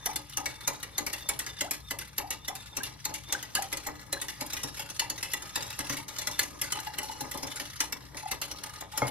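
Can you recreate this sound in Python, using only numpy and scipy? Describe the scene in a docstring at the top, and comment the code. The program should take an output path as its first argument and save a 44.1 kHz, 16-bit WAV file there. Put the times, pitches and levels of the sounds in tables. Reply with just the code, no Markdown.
"""A wire whisk beats thin batter in a glass bowl, about three turns a second, close by in a kitchen.
Each turn plunges onto the glass with a splash, then wires tap the far wall and scrape along it.
The first, wide strokes squeak on the way down, some troughs gurgle shut and large bubbles plop; then
the whisk stays deep, swishing and gulping, and single wires or the bowl wall clink. Late on, a glass jug
held over the bowl softly touches the rim, and knocks it at the end. Noise and sines drive resonators."""
import sys
import numpy as np
from scipy import signal
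from scipy.fft import rfft, irfft, next_fast_len
from scipy.io import wavfile
from scipy.ndimage import uniform_filter1d

SR = 44100
rng = np.random.default_rng(int(sys.argv[2]) if len(sys.argv) > 2 else 0)


def persist_wave(psi):
    """Save psi, clipped to +-1, as 16-bit WAV."""
    counts = np.round(np.clip(psi, -1, 1) * 32767).astype(np.int16)
    wavfile.write(sys.argv[1], SR, np.atleast_2d(counts).T)


N = 401310
TIME = np.arange(N) / SR
SIZE = next_fast_len(N + SR)
FREQS = np.maximum(np.fft.rfftfreq(SIZE, 1 / SR), 1)

# Levels are nominal: trims and random unevenness follow in the functions.
# whisk plunges onto the glass: t/s, clatter/dB, treble/dB, splash/dB,
# f/Hz of the leading ring (a wire loop, or the bowl wall near 2 kHz)
PLUNGES = [(0.058, -31.5, -33, -40.5, 5860), (0.371, -31.5, -36, -41.5, 5430),
           (0.675, -29.5, -33.5, -37, 6270), (0.98, -30, -32.5, -39.5, 4270), (1.289, -30, -31, -39, 1980),
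           (1.608, -31, -33, -43, 3140), (1.907, -32.5, -38, -41, 4700), (2.18, -31, -36, -40, 1970),
           (2.48, -34.5, -41, -41.5, 5540), (2.768, -34.5, -37, -42, 6100),
           (3.051, -33.5, -35.5, -43.5, 4250), (3.324, -29, -31.5, -40.5, 5900),
           (3.55, -27.5, -32.5, -39.5, 4360), (3.867, -40, -37.5, -40, 1980), (4.126, -32, -38, -41, 3980),
           (4.408, -37.5, -41, -43, 4140), (4.633, -35, -43.5, -42.5, 5170),
           (4.994, -28.5, -39, -46.5, 2740), (5.334, -33.5, -38, -45, 3490), (5.556, -31, -39, -39.5, 4770),
           (5.789, -36, -40, -42, 5380), (5.895, -32.5, -51, -43, 6060), (6.27, -32, -37, -41, 4080),
           (6.391, -27.5, -27.5, -41, 4240), (6.721, -33.5, -35, -44, 2950),
           (6.984, -35.5, -38.5, -43.5, 2960), (7.207, -39, -42, -48.5, 5300), (7.343, -52, -46, -41, 3200),
           (7.428, -39.5, -50, -44, 5300), (7.803, -27, -36, -41.5, 6020), (8.313, -32, -39.5, -41, 2040),
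           (8.635, -39.5, -43.5, -49.5, 4240), (8.808, -42, -46, -45, 3630), (8.975, -32, -37.5, -42, 5330)]
# lifted wires tap the wall and scrape along it: t/s, clatter/dB, treble/dB, scrape/dB
TAPS = [(0.158, -33, -35, -48), (0.295, -49.5, -51.5, -59), (0.457, -31.5, -44, -44.5),
        (0.828, -36.5, -44, -53), (1.064, -33, -37.5, -45), (1.13, -33, -41.5, -44.5),
        (1.39, -33.5, -39.5, -43.5), (1.463, -38, -50, -46), (1.709, -33.5, -35, -40.5),
        (1.987, -38.5, -42, -43), (2.304, -34.5, -32.5, -41.5), (2.552, -41, -45, -50),
        (2.832, -36.5, -41, -43), (2.863, -42, -53, -59), (3.139, -39.5, -42, -42),
        (3.426, -39, -44.5, -54), (3.621, -35.5, -40.5, -56), (3.726, -31, -44, -60),
        (3.77, -39.5, -43.5, -55), (4.214, -34.5, -41, -43), (4.282, -38.5, -51, -43),
        (4.463, -52, -45.5, -63), (4.532, -33.5, -46, -49), (4.565, -37.5, -47, -42.5),
        (4.77, -41.5, -52, -44), (4.793, -37, -47, -43), (4.899, -39.5, -58, -66), (5.098, -32.5, -40, -59),
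        (5.177, -40, -58, -51), (5.227, -33.5, -44, -40.5), (5.421, -40.5, -51, -56),
        (5.623, -39, -55, -46), (5.927, -41, -50, -53), (5.968, -40.5, -48, -47),
        (6.081, -44.5, -47, -45.5), (6.184, -35, -42.5, -58), (6.217, -41.5, -54, -64),
        (6.311, -41, -49, -43.5), (6.43, -35, -41, -42.5), (6.614, -32.5, -31, -40),
        (6.64, -38.5, -44, -55), (6.799, -44.5, -42, -58), (7.03, -43, -51, -49), (7.312, -39.5, -41, -53),
        (7.374, -40.5, -49, -63), (7.468, -39, -53, -56), (7.558, -41, -44, -67), (7.597, -33, -51, -43.5),
        (7.923, -33, -41, -59), (8.169, -40.5, -52, -47), (8.415, -33, -39.5, -40),
        (8.512, -37.5, -48, -66), (9.068, -42, -49, -63)]
TAP_SPLASH_DB = -13  # re the tap's clatter
HARD_DB = -29  # reference force of a hard blow
CRACK_DB, SKID_DB, HARD_GROWTH = -23.5, -42.5, 2.8  # levels at HARD_DB; their dB per dB of force
# wires dragged through batter: t/s, swish/dB, slosh/dB
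DRAG = [(0.0, -51.5, -56.5), (0.5, -53.5, -60), (1.32, -50.5, -54), (2.02, -58, -62), (2.34, -54, -61.5),
        (3.04, -55, -56), (3.74, -47.5, -53.5), (4.06, -56, -56.5), (4.41, -48.5, -53.5),
        (5.06, -51.5, -57), (6.0, -43.5, -48.5), (6.06, -59, -50), (6.14, -46.5, -56.5), (6.3, -46.5, -56),
        (6.48, -51, -58), (7.25, -47, -48), (7.7, -47, -61), (7.93, -58, -54.5), (8.76, -50, -56),
        (8.88, -58.5, -61.5), (8.96, -45, -54)]
LIFT_DB, LIFT_LEAD_S, LIFT_S = -1, 0.079, 0.055  # drag eases before each plunge
# modes of the filled bowl: f/Hz, width/Hz, gain/dB over the bare contact
BOWL_MODES = [(293, 37.4, 9.5), (571, 16, 10), (856, 43, 9), (1234, 25.5, 10.5), (1686, 78, 7.5),
              (1968, 107, 12.5), (2275, 63, 9.5), (2722, 68, 10), (2960, 23, 10), (3510, 350, 4.5),
              (4210, 96, 5.5), (5670, 690, 3), (7660, 140, 3), (10770, 2100, 3.5)]
# relative spectra: f/Hz, level/dB
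CLATTER_SPECTRUM = [(150, -42), (500, -8), (1000, -1.5), (1600, -3.5), (3000, -3), (4500, -0.5), (6500, 3),
                    (8000, -4), (10000, -14)]
TREBLE_SPECTRUM = [(4500, -41), (6500, 1.5), (7500, 4), (8600, -4), (10500, 5.5), (12500, 0.5),
                   (14200, -3.5), (15500, -22)]
SCRAPE_SPECTRUM = [(200, -4), (700, -28), (1500, -1), (3000, 0.5), (5000, 1.5), (7000, 3), (8500, -2),
                   (11000, -2), (14000, -7), (15500, -41)]
SWISH_SPECTRUM = [(400, -34), (1200, -0.5), (2100, -5.5), (4000, -1), (6500, -1), (8500, -7), (11000, -8.5),
                  (14000, -14), (15500, -20)]
SPLASH_SPECTRUM = [(80, 5.5), (150, -4.5), (260, -0.5), (430, 2), (700, -1.5), (1000, 6), (1500, -8.5),
                   (2500, -8), (5000, -42)]
# trough gurgles shut: t/s, first f/Hz, last f/Hz, length/s, level/dB
GURGLES = [(.06, 846, 650, 0.023, -31), (.08, 703, 915, 0.029, -33.5), (0.392, 680, 903, 0.034, -35),
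           (1.628, 518, 954, 0.049, -35.5), (1.666, 990, 1700, 0.0277, -43.5),
           (2.221, 616, 920, 0.051, -36), (2.487, 660, 900, 0.035, -36)]
# single large bubbles: t/s, starting f/Hz, level/dB
PLOPS = [(1.613, 540, -39), (2.016, 1470, -43), (2.802, 1510, -35), (3.344, 1470, -29.5),
         (3.565, 1534, -28), (3.583, 742, -27.5), (3.863, 807, -37), (4.165, 1555, -38),
         (4.792, 800, -36.5), (5.018, 860, -31.5)]
# air dragged deep under the batter: t/s, level/dB
GULPS = [(4.415, -40), (4.642, -35.5), (5.796, -39.5), (5.898, -34), (5.935, -33), (7.214, -33.5),
         (7.352, -40.5), (7.435, -36.5)]
# bowl modes rung by a gulp: f/Hz, level/dB, t60/s
GULP_MODES = [(131.6, -6, 0.057), (272.2, 0.5, 0.057), (548, -9.5, .06)]
# wire slides down bare glass: t/s, level/dB
SQUEAKS = [(0.037, -41), (.345, -47), (.555, -44.5), (0.653, -39.5), (0.959, -44), (1.225, -43),
           (1.271, -41.5), (1.505, -40), (1.587, -40.5), (1.885, -42.5), (2.452, -43), (2.61, -43),
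           (2.735, -46), (3.308, -35), (6.348, -38)]
SQUEAK_S = .014  # half-length
# short clear ring of a freed wire, or of the bowl wall near 2 kHz: t/s, f/Hz, level/dB
CLINKS = [(.158, 3540, -35), (2.838, 3600, -32.5), (4.128, 4110, -24.5), (4.995, 4270, -22),
          (5.337, 1970, -24), (6.272, 3390, -30.5), (6.393, 4350, -29), (6.728, 3050, -28.5),
          (9.069, 4930, -35.5)]
# jug touches the rim softly: t/s, f/Hz, t60/s, level/dB
TOUCHES = [(6.77, 861, 0.049, -32.5), (6.865, 850, 0.057, -30.5), (7.027, 853, 0.058, -31),
           (7.093, 878, 0.052, -34), (7.204, 848, .05, -33), (8.224, 861, .16, -34),
           (8.257, 790, 0.022, -30), (8.932, 856, 0.18, -33)]
# jug against bowl, with a thump into the counter: f/Hz, level/dB, t60/s, delay/s
KNOCK_MODES = [(126, -26, .17, .008), (281, -24, .06, .006), (430, -25, .04, .005), (575, -21, .06, .003),
               (850, -18, .07, 0), (1244, -30.5, .12, 0), (1350, -22, .03, 0), (2153, -27, .28, 0),
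               (3278, -43, .16, 0), (4576, -49, .4, 0), (6200, -38, .09, 0)]
KNOCK_S, JOLT_DB = 9.0195, -33.5  # the knock; the splash it shakes from the batter
# kitchen decay: f/Hz, t60/s
KITCHEN_DECAY = [(200, 0.39), (800, 0.32), (1400, 0.12), (4000, 0.14), (12000, 0.061)]
# low rumble, relative spectrum: f/Hz, level/dB
RUMBLE_SPECTRUM = [(20, -62), (43, -25), (59, 1), (87, -5), (129, 1), (172, -9), (220, -10.5), (290, -64)]
RUMBLE_DB = -54
MAINS_HZ, MAINS_DB = 60, -62
# two microphones: f/Hz, likeness/0-1, phase lead of left/rad, left minus right/dB
PORTS = [(60, .95, 0, 4), (150, .75, 0, 5), (330, .3, 1.5, 3.5), (850, .6, -1.2, 1.9),
         (2000, .65, -.9, 2.1), (3000, .45, -.6, 1.6), (4200, .38, -1.2, 2), (5600, .52, -2.6, 1.8),
         (7800, .75, -2.5, 0), (10600, .85, -.5, 0), (12500, .89, -.25, 0)]
CUTOFF_HZ = 16200


def strikes():
    """Times, clatter levels and treble levels of all blows on the glass: plunges, then taps."""
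    return np.transpose([row[:3] for row in PLUNGES + TAPS])


def landings():
    """Stretches from blow to blow: (first sample, end sample, Hz of the leading ring or 0)."""
    landed = [(row[0], row[4]) for row in PLUNGES] + [(row[0], 0) for row in TAPS] + [(0.0059, 0)]
    landed.sort()
    starts = [max(int(s * SR) - SR // 250, 0) for s, _ in landed]  # 4 ms early
    return zip(starts, starts[1:] + [N], [hz for _, hz in landed])


def clatter(body_trim_db=7.0, treble_trim_db=9.0, brush_trim_db=9.5, crack_treble_db=-17.0):
    """The loops land within milliseconds of each other; in a hard blow they land at once and crack."""
    s, force_db, bright_db = strikes()
    plunge_s, _, _, splash_db, _ = np.transpose(PLUNGES)
    contacts = evened(grains(per_s=7000, spread_db=4.0), span_s=0.0046)
    # in a plunge one loop brushes the glass ahead of the others
    brush = bursts(plunge_s - .004, splash_db + brush_trim_db, rise_s=0.0011, t60_s=0.016)
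    crack_db = CRACK_DB + HARD_GROWTH * (force_db - HARD_DB)
    crack = bursts(s, crack_db, rise_s=0.00034, t60_s=0.016)
    attack = np.hypot(brush, crack)
    body = bursts(s, force_db + body_trim_db, rise_s=0.00057, t60_s=0.066)
    treble = bursts(s, bright_db + treble_trim_db, rise_s=0.00014, t60_s=0.041)
    low = coloured(contacts, CLATTER_SPECTRUM) * np.hypot(attack, body)
    high = coloured(contacts, TREBLE_SPECTRUM) * np.hypot(attack * from_db(crack_treble_db), treble)
    return low + high


def sliding(drag_db, scrape_trim_db=7.5, swish_trim_db=-1.0):
    """Wires scrape on after each tap and each hard plunge, and swish along the wall in between."""
    plunge_s, plunge_db, *_ = np.transpose(PLUNGES)
    tap_s, _, _, tap_scrape_db = np.transpose(TAPS)
    skid_db = SKID_DB + HARD_GROWTH * (plunge_db - HARD_DB)
    pressure_db = np.r_[skid_db, tap_scrape_db] + scrape_trim_db
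    pressure = bursts(np.r_[plunge_s, tap_s], pressure_db, rise_s=0.021, t60_s=0.17)
    pressure = pressure * from_db(3.5 * np.minimum(drift(74), 1.3))
    scrape = coloured(grains(per_s=9000, spread_db=0.5), SCRAPE_SPECTRUM) * pressure
    swish = coloured(froth_hiss(), SWISH_SPECTRUM) * from_db(drag_db + swish_trim_db) * grazes()
    return scrape + swish


def froth_hiss(patchy_db=3.5, flicker_hz=55, count=14):
    """Films of batter tear between the wires: patches of hiss, each pitch coming and going alone."""
    white = rng.standard_normal((2, 2, N))
    out = 0
    for k, hz in enumerate(np.geomspace(1000, 13000, count)):
        patches = from_db(patchy_db * np.minimum(drift(flicker_hz), 2))
        out = out + resonance(white[k % 2], hz, hz / 6) * patches
    return out


def grazes(per_s=36, spread_db=3.0, rustle=0.67):
    """Wires rub the wall at uneven moments, over a steady rustle; envelope of unit power."""
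    times = np.cumsum(rng.exponential(1, size=600)) / per_s
    sizes_db = spread_db * np.clip(rng.standard_normal(len(times)), -2, 2)
    inside = times < TIME[-1]
    rubs = rms_one(bursts(times[inside], sizes_db[inside], rise_s=.002, t60_s=.07))
    return rms_one(np.hypot(rubs, rustle))


def loops(force, bare_db=-8.0, ring_db=3.0, lead_db=6.0, lead_width_hz=130):
    """Loops bend anew at each landing, so their many close modes shift; a plunge adds a leading ring."""
    at_rest_hz = np.linspace(np.sqrt(1400), np.sqrt(14500), 40) ** 2
    out = np.zeros((2, N + SR))
    for start, end, lead_hz in landings():
        push = np.pad(force[:, start:end], ((0, 0), (0, SR // 20)))
        bent_hz = at_rest_hz * rng.uniform(.95, 1.05, len(at_rest_hz))
        widths_hz = 60 + bent_hz / 90
        spread = np.clip(rng.standard_normal(len(at_rest_hz)), -2, 1.5)
        gains = from_db(ring_db) * rms_one(from_db(5.5 * spread))
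        modes = zip(gains, bent_hz, widths_hz)
        rings = sum((-1) ** k * g * resonance(push, hz, width) for k, (g, hz, width) in enumerate(modes))
        if lead_hz:
            rings = rings + from_db(lead_db) * resonance(push, lead_hz, lead_width_hz)
        out[:, start:start + push.shape[1]] += rings
    return from_db(bare_db) * force + out[:, :N]


def wires(drag_db):
    """Struck wires ring freely; sliding wires, held against the glass, are only half free to ring."""
    held = sliding(drag_db)
    return loops(clatter() + held) + held


def bowl(force, bare_db=-2.5, uneven_db=3.0, detune=0.015):
    """Contacts sound bare and through glass modes favoured by the spot; moving batter bends them."""
    out = np.zeros((2, N + SR))
    for start, end, _ in landings():
        push = np.pad(force[:, start:end], ((0, 0), (0, SR // 10)))
        spot, load = np.clip(rng.standard_normal((2, len(BOWL_MODES))), -2, 2)
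        gains = rms_one(from_db(uneven_db * spot))
        for (hz, width_hz, db), g, bend in zip(BOWL_MODES, gains, 1 + detune * load):
            added = g * (from_db(db) - 1)  # on top of the bare contact
            out[:, start:start + push.shape[1]] += added * resonance(push, hz * bend, width_hz)
    return from_db(bare_db) * (force + out[:, :N])


def drag():
    """Swish and slosh levels in dB: they follow the stirring and ease before each plunge."""
    s, *columns = np.transpose(DRAG)
    lift_db = LIFT_DB * sum(hump(row[0] - LIFT_LEAD_S, LIFT_S) for row in PLUNGES)
    return [np.interp(TIME, s, c) + lift_db for c in columns]


def batter(drag_db, splash_trim_db=6.5, slosh_trim_db=-1.5, lumpy_db=4.0):
    """The batter splashes just behind each blow and sloshes in between."""
    splashes = [(s, db) for s, _, _, db, _ in PLUNGES]
    splashes += [(s, db + TAP_SPLASH_DB) for s, db, *_ in TAPS]
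    splashes += [(KNOCK_S, JOLT_DB)]
    s, level_db = np.transpose(splashes)
    froth = evened(coloured(bubbles(per_s=1100, cycles=11.8), SPLASH_SPECTRUM), span_s=0.065)
    splash = bursts(s, level_db + splash_trim_db, rise_s=0.0046, t60_s=0.2)
    slosh = from_db(drag_db + slosh_trim_db + lumpy_db * drift(10.0))
    return froth * np.hypot(splash, slosh)


def bubbles(per_s, cycles):
    """Small bubbles of 24 pitches, each falling by 60 dB in the given number of cycles."""
    born = grains(per_s, spread_db=3.0)
    pitches_hz = np.geomspace(170, 2200, 24)
    dealt = rng.integers(0, len(pitches_hz), N)
    return sum(ring(born * (dealt == k), hz, cycles / hz) * hz for k, hz in enumerate(pitches_hz))


def squeaks(hz=3590, upper_hz=5750, upper_db=-11, sag=0.02, light_db=-10, light_s=0.054):
    """Stick-slip of a wire feeds two glass modes: a faint wavering tone that swells as its pitch sags."""
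    pressure, slide = 0, 0
    for s, db in SQUEAKS:
        light = from_db(light_db) * hump(s - SQUEAK_S, light_s)
        pressure = pressure + from_db(db) * np.hypot(hump(s, SQUEAK_S), light)
        slide = slide + (TIME - s) / SQUEAK_S * hump(s, 2 * SQUEAK_S)
    phase_per_hz = 2 * np.pi * np.cumsum(1 - sag * slide + .011 * drift(300)) / SR
    tone = np.sin(hz * phase_per_hz) + from_db(upper_db) * np.sin(upper_hz * phase_per_hz)
    return pressure * from_db(2 * drift(110)) * tone


def gurgles(rough_db=2.0, waver=0.02):
    """The hollow note of a trough glides unsteadily, mostly upward, swells and fades as it closes."""
    out, wobble = np.zeros(N), 1 + waver * drift(110)
    for s, first_hz, last_hz, length_s, level_db in GURGLES:
        closed = np.linspace(0, 1, int(length_s * SR))
        span = slice(int(s * SR), int(s * SR) + len(closed))
        hz = first_hz * (last_hz / first_hz) ** closed * wobble[span]
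        envelope = np.sin(np.pi * closed * np.sqrt(closed))  # peaks past halfway
        out[span] += np.sin(2 * np.pi * np.cumsum(hz) / SR) * envelope * from_db(level_db)
    return out * from_db(rough_db * drift(100))


def plops(climb=0.31, climb_s=0.042, rise_s=0.0077, t60_s=0.043, rough_db=3.0):
    """A large bubble rings unevenly and climbs in pitch as it nears the surface."""
    out, t = np.zeros(N + SR), TIME[:SR // 8]
    pitch = 1 + climb * (1 - np.exp(-t / climb_s))
    for s, hz, level_db in PLOPS:
        note = np.sin(2 * np.pi * hz * np.cumsum(pitch) / SR)
        out[int(s * SR):int(s * SR) + len(t)] += note * swell(t, rise_s, t60_s) * from_db(level_db)
    return out[:N] * from_db(rough_db * drift(210))


def gulps(rise_s=0.0061, rough_db=3.0, waver=0.0394):
    """Deep air pockets shake the low modes of the filled bowl; moving batter bends their pitch."""
    s, level_db = np.transpose(GULPS)
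    t, pushes, out = TIME[:SR // 4], impulses(s, from_db(level_db)), 0
    phase_per_hz = 2 * np.pi * np.cumsum(1 + waver * drift(41.0)) / SR
    for hz, db, t60_s in GULP_MODES:
        envelope = signal.fftconvolve(pushes, swell(t, rise_s, t60_s))[:N]
        out = out + from_db(db) * np.sin(hz * phase_per_hz) * envelope
    return out * from_db(rough_db * drift(69))


def clinks(rise_s=0.0006, t60_s=0.053, waver=.006):
    """A freed wire, or the bowl wall near 2 kHz, rings on briefly with an unsteady pitch."""
    out, t = np.zeros(N + SR), TIME[:SR // 4]
    flex = np.pad(1 + waver * drift(200), (0, SR), mode="edge")
    for s, hz, level_db in CLINKS:
        span = slice(int(s * SR), int(s * SR) + len(t))
        note = np.sin(2 * np.pi * hz * np.cumsum(flex[span]) / SR)
        out[span] += note * swell(t, rise_s, t60_s) * from_db(level_db)
    return out[:N]


def jug(rise_s=0.008, high_hz=1990, high_db=-20, sway_db=3.0):
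    """Soft touches sound a low mode of the bowl and a faint higher one; the knock rings both glasses."""
    touches, t = np.zeros(N + SR), TIME[:SR // 4]
    for s, hz, t60_s, level_db in TOUCHES:
        note = np.sin(2 * np.pi * hz * t) + from_db(high_db) * np.sin(2 * np.pi * high_hz * t)
        touches[int(s * SR):int(s * SR) + len(t)] += note * swell(t, rise_s, t60_s) * from_db(level_db)
    knock = 0
    for k, (hz, db, t60_s, delay_s) in enumerate(KNOCK_MODES):
        click = impulses([KNOCK_S + delay_s], [from_db(db) * (-1) ** k])
        knock = knock + ring(click, hz, t60_s)
    return touches[:N] * from_db(sway_db * drift(130)) + knock


def kitchen(x):
    """Ten echo loops per channel between counter and walls, smeared by all-passes; treble dies sooner."""
    decay, out = np.log(1000) / over_hz(KITCHEN_DECAY), []
    for channel in x:
        lags_s = rng.uniform(0.0087, .04, size=10)
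        trips = [np.exp(-(decay + 2j * np.pi * FREQS) * lag) for lag in lags_s]
        echoes = sum((-1) ** k * g / (1 - g) for k, g in enumerate(trips)) / np.sqrt(len(trips))
        smear = np.exp(-2j * np.pi * FREQS * rng.uniform(.001, .005, size=(3, 1)))
        diffusion = np.prod((smear - .6) / (1 - .6 * smear), axis=0)
        out.append(filtered(channel, diffusion * echoes))
    return np.array(out)


def rumble():
    """Steady low noise from two unrelated streams, blended into left and right by the microphones."""
    return from_db(RUMBLE_DB) * coloured(rng.standard_normal((2, N)), RUMBLE_SPECTRUM)


def mains_hum():
    """A steady sine at the mains frequency."""
    return from_db(MAINS_DB) * np.sqrt(2) * np.sin(2 * np.pi * MAINS_HZ * TIME)


def microphones(pair):
    """Blend a shared and an unshared part into left and right, with phase and shading of the ports."""
    alike = np.clip(over_hz(PORTS, axis=1), 0, .995)
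    phase, balance_db = over_hz(PORTS, axis=2), over_hz(PORTS, axis=3)
    shared, unshared = rfft(pair, SIZE)
    side = np.array([[1], [-1]])
    blend = np.sqrt((1 + alike) / 2) * shared + side * np.sqrt((1 - alike) / 2) * unshared
    return irfft(blend * from_db(side * balance_db / 2) * np.exp(.5j * side * phase), SIZE)[:, :N]


def from_db(db):
    """Decibels to gain."""
    return 10 ** (np.asarray(db) / 20)


def rms_one(x):
    """Scale to unit power."""
    return x / np.sqrt(np.mean(x ** 2) + 1e-20)


def over_hz(table, axis=1):
    """One column of a table, joined up on a log-frequency axis."""
    table = np.array(table, float)
    return np.interp(np.log(FREQS), np.log(table[:, 0]), table[:, axis])


def filtered(x, response):
    """Apply a frequency response."""
    return irfft(rfft(x, SIZE) * response, SIZE)[..., :N]


def coloured(x, spectrum):
    """Shape a signal by a spectrum; rms 1."""
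    return rms_one(filtered(x, from_db(over_hz(spectrum))))


def drift(corner_hz):
    """Random motion, low-passed at corner_hz; rms 1."""
    return rms_one(filtered(rng.standard_normal(N), 1 / (1 + (FREQS / corner_hz) ** 4)))


def impulses(times, heights):
    """Single clicks at given times."""
    out = np.zeros(N)
    np.add.at(out, np.clip(np.round(np.asarray(times) * SR).astype(int), 0, N - 1), heights)
    return out


def grains(per_s, spread_db):
    """Two unrelated streams of random clicks of uneven size."""
    sizes = from_db(spread_db * np.minimum(rng.exponential(1, (2, N)), 4))
    signs = rng.choice([-1, 1], (2, N))
    return sizes * signs * (rng.random((2, N)) < per_s / SR)


def evened(x, span_s=0.027):
    """Hold the short-term power steady, keeping the fine grain."""
    power = uniform_filter1d(x ** 2, max(int(span_s * SR), 8))
    return x / np.sqrt(np.maximum(power, 0) + 1e-3)


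def bursts(times, level_db, rise_s, t60_s):
    """Envelope of blows that swell quickly and die away; their powers add."""
    t = TIME[:SR // 2]
    shape = (1 - np.exp(-t / rise_s)) * from_db(-60 * t / t60_s)
    power = signal.fftconvolve(impulses(times, from_db(level_db) ** 2), shape ** 2)[:N]
    return np.sqrt(np.maximum(power, 0))


def swell(t, rise_s, t60_s):
    """A soft onset and a ringing decay, of height 1."""
    shape = (1 - np.exp(-t / rise_s)) ** 2 * from_db(-60 * t / t60_s)
    return shape / shape.max()


def hump(s, length_s):
    """A smooth swell of height 1 around a moment."""
    return np.exp(-2 * np.minimum(((TIME - s) / length_s) ** 2, 20))


def ring(clicks, hz, t60_s):
    """A unit click sets a decaying sine of initial height 1 ringing."""
    r, w = from_db(-60 / (t60_s * SR)), 2 * np.pi * hz / SR
    return signal.lfilter([0, np.sin(w)], [1, -2 * r * np.cos(w), r * r], clicks + 1e-18)


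def resonance(x, hz, width_hz):
    """Two-pole band-pass with gain about 1 at its centre."""
    r = np.exp(-np.pi * width_hz / SR)
    zeros = np.array([1, 0, -1]) * (1 - r * r) / 2
    return signal.lfilter(zeros, [1, -2 * r * np.cos(2 * np.pi * hz / SR), r * r], x + 1e-18)


def scene():
    """Whisk, batter and jug in the kitchen, over a low rumble and mains hum."""
    swish_db, slosh_db = drag()
    tones = gurgles() + plops() + gulps() + squeaks() + clinks() + jug()
    near = bowl(wires(swish_db) + batter(slosh_db)) + np.outer([1, 0], tones)  # tones: shared part only
    return microphones(near + from_db(-6) * kitchen(near) + rumble() + mains_hum())


def record(dry):
    """A steep elliptic low-pass cuts the top."""
    return signal.sosfilt(signal.ellip(10, .3, 80, CUTOFF_HZ, fs=SR, output="sos"), dry)


dry = scene()
out = record(dry)
persist_wave(out)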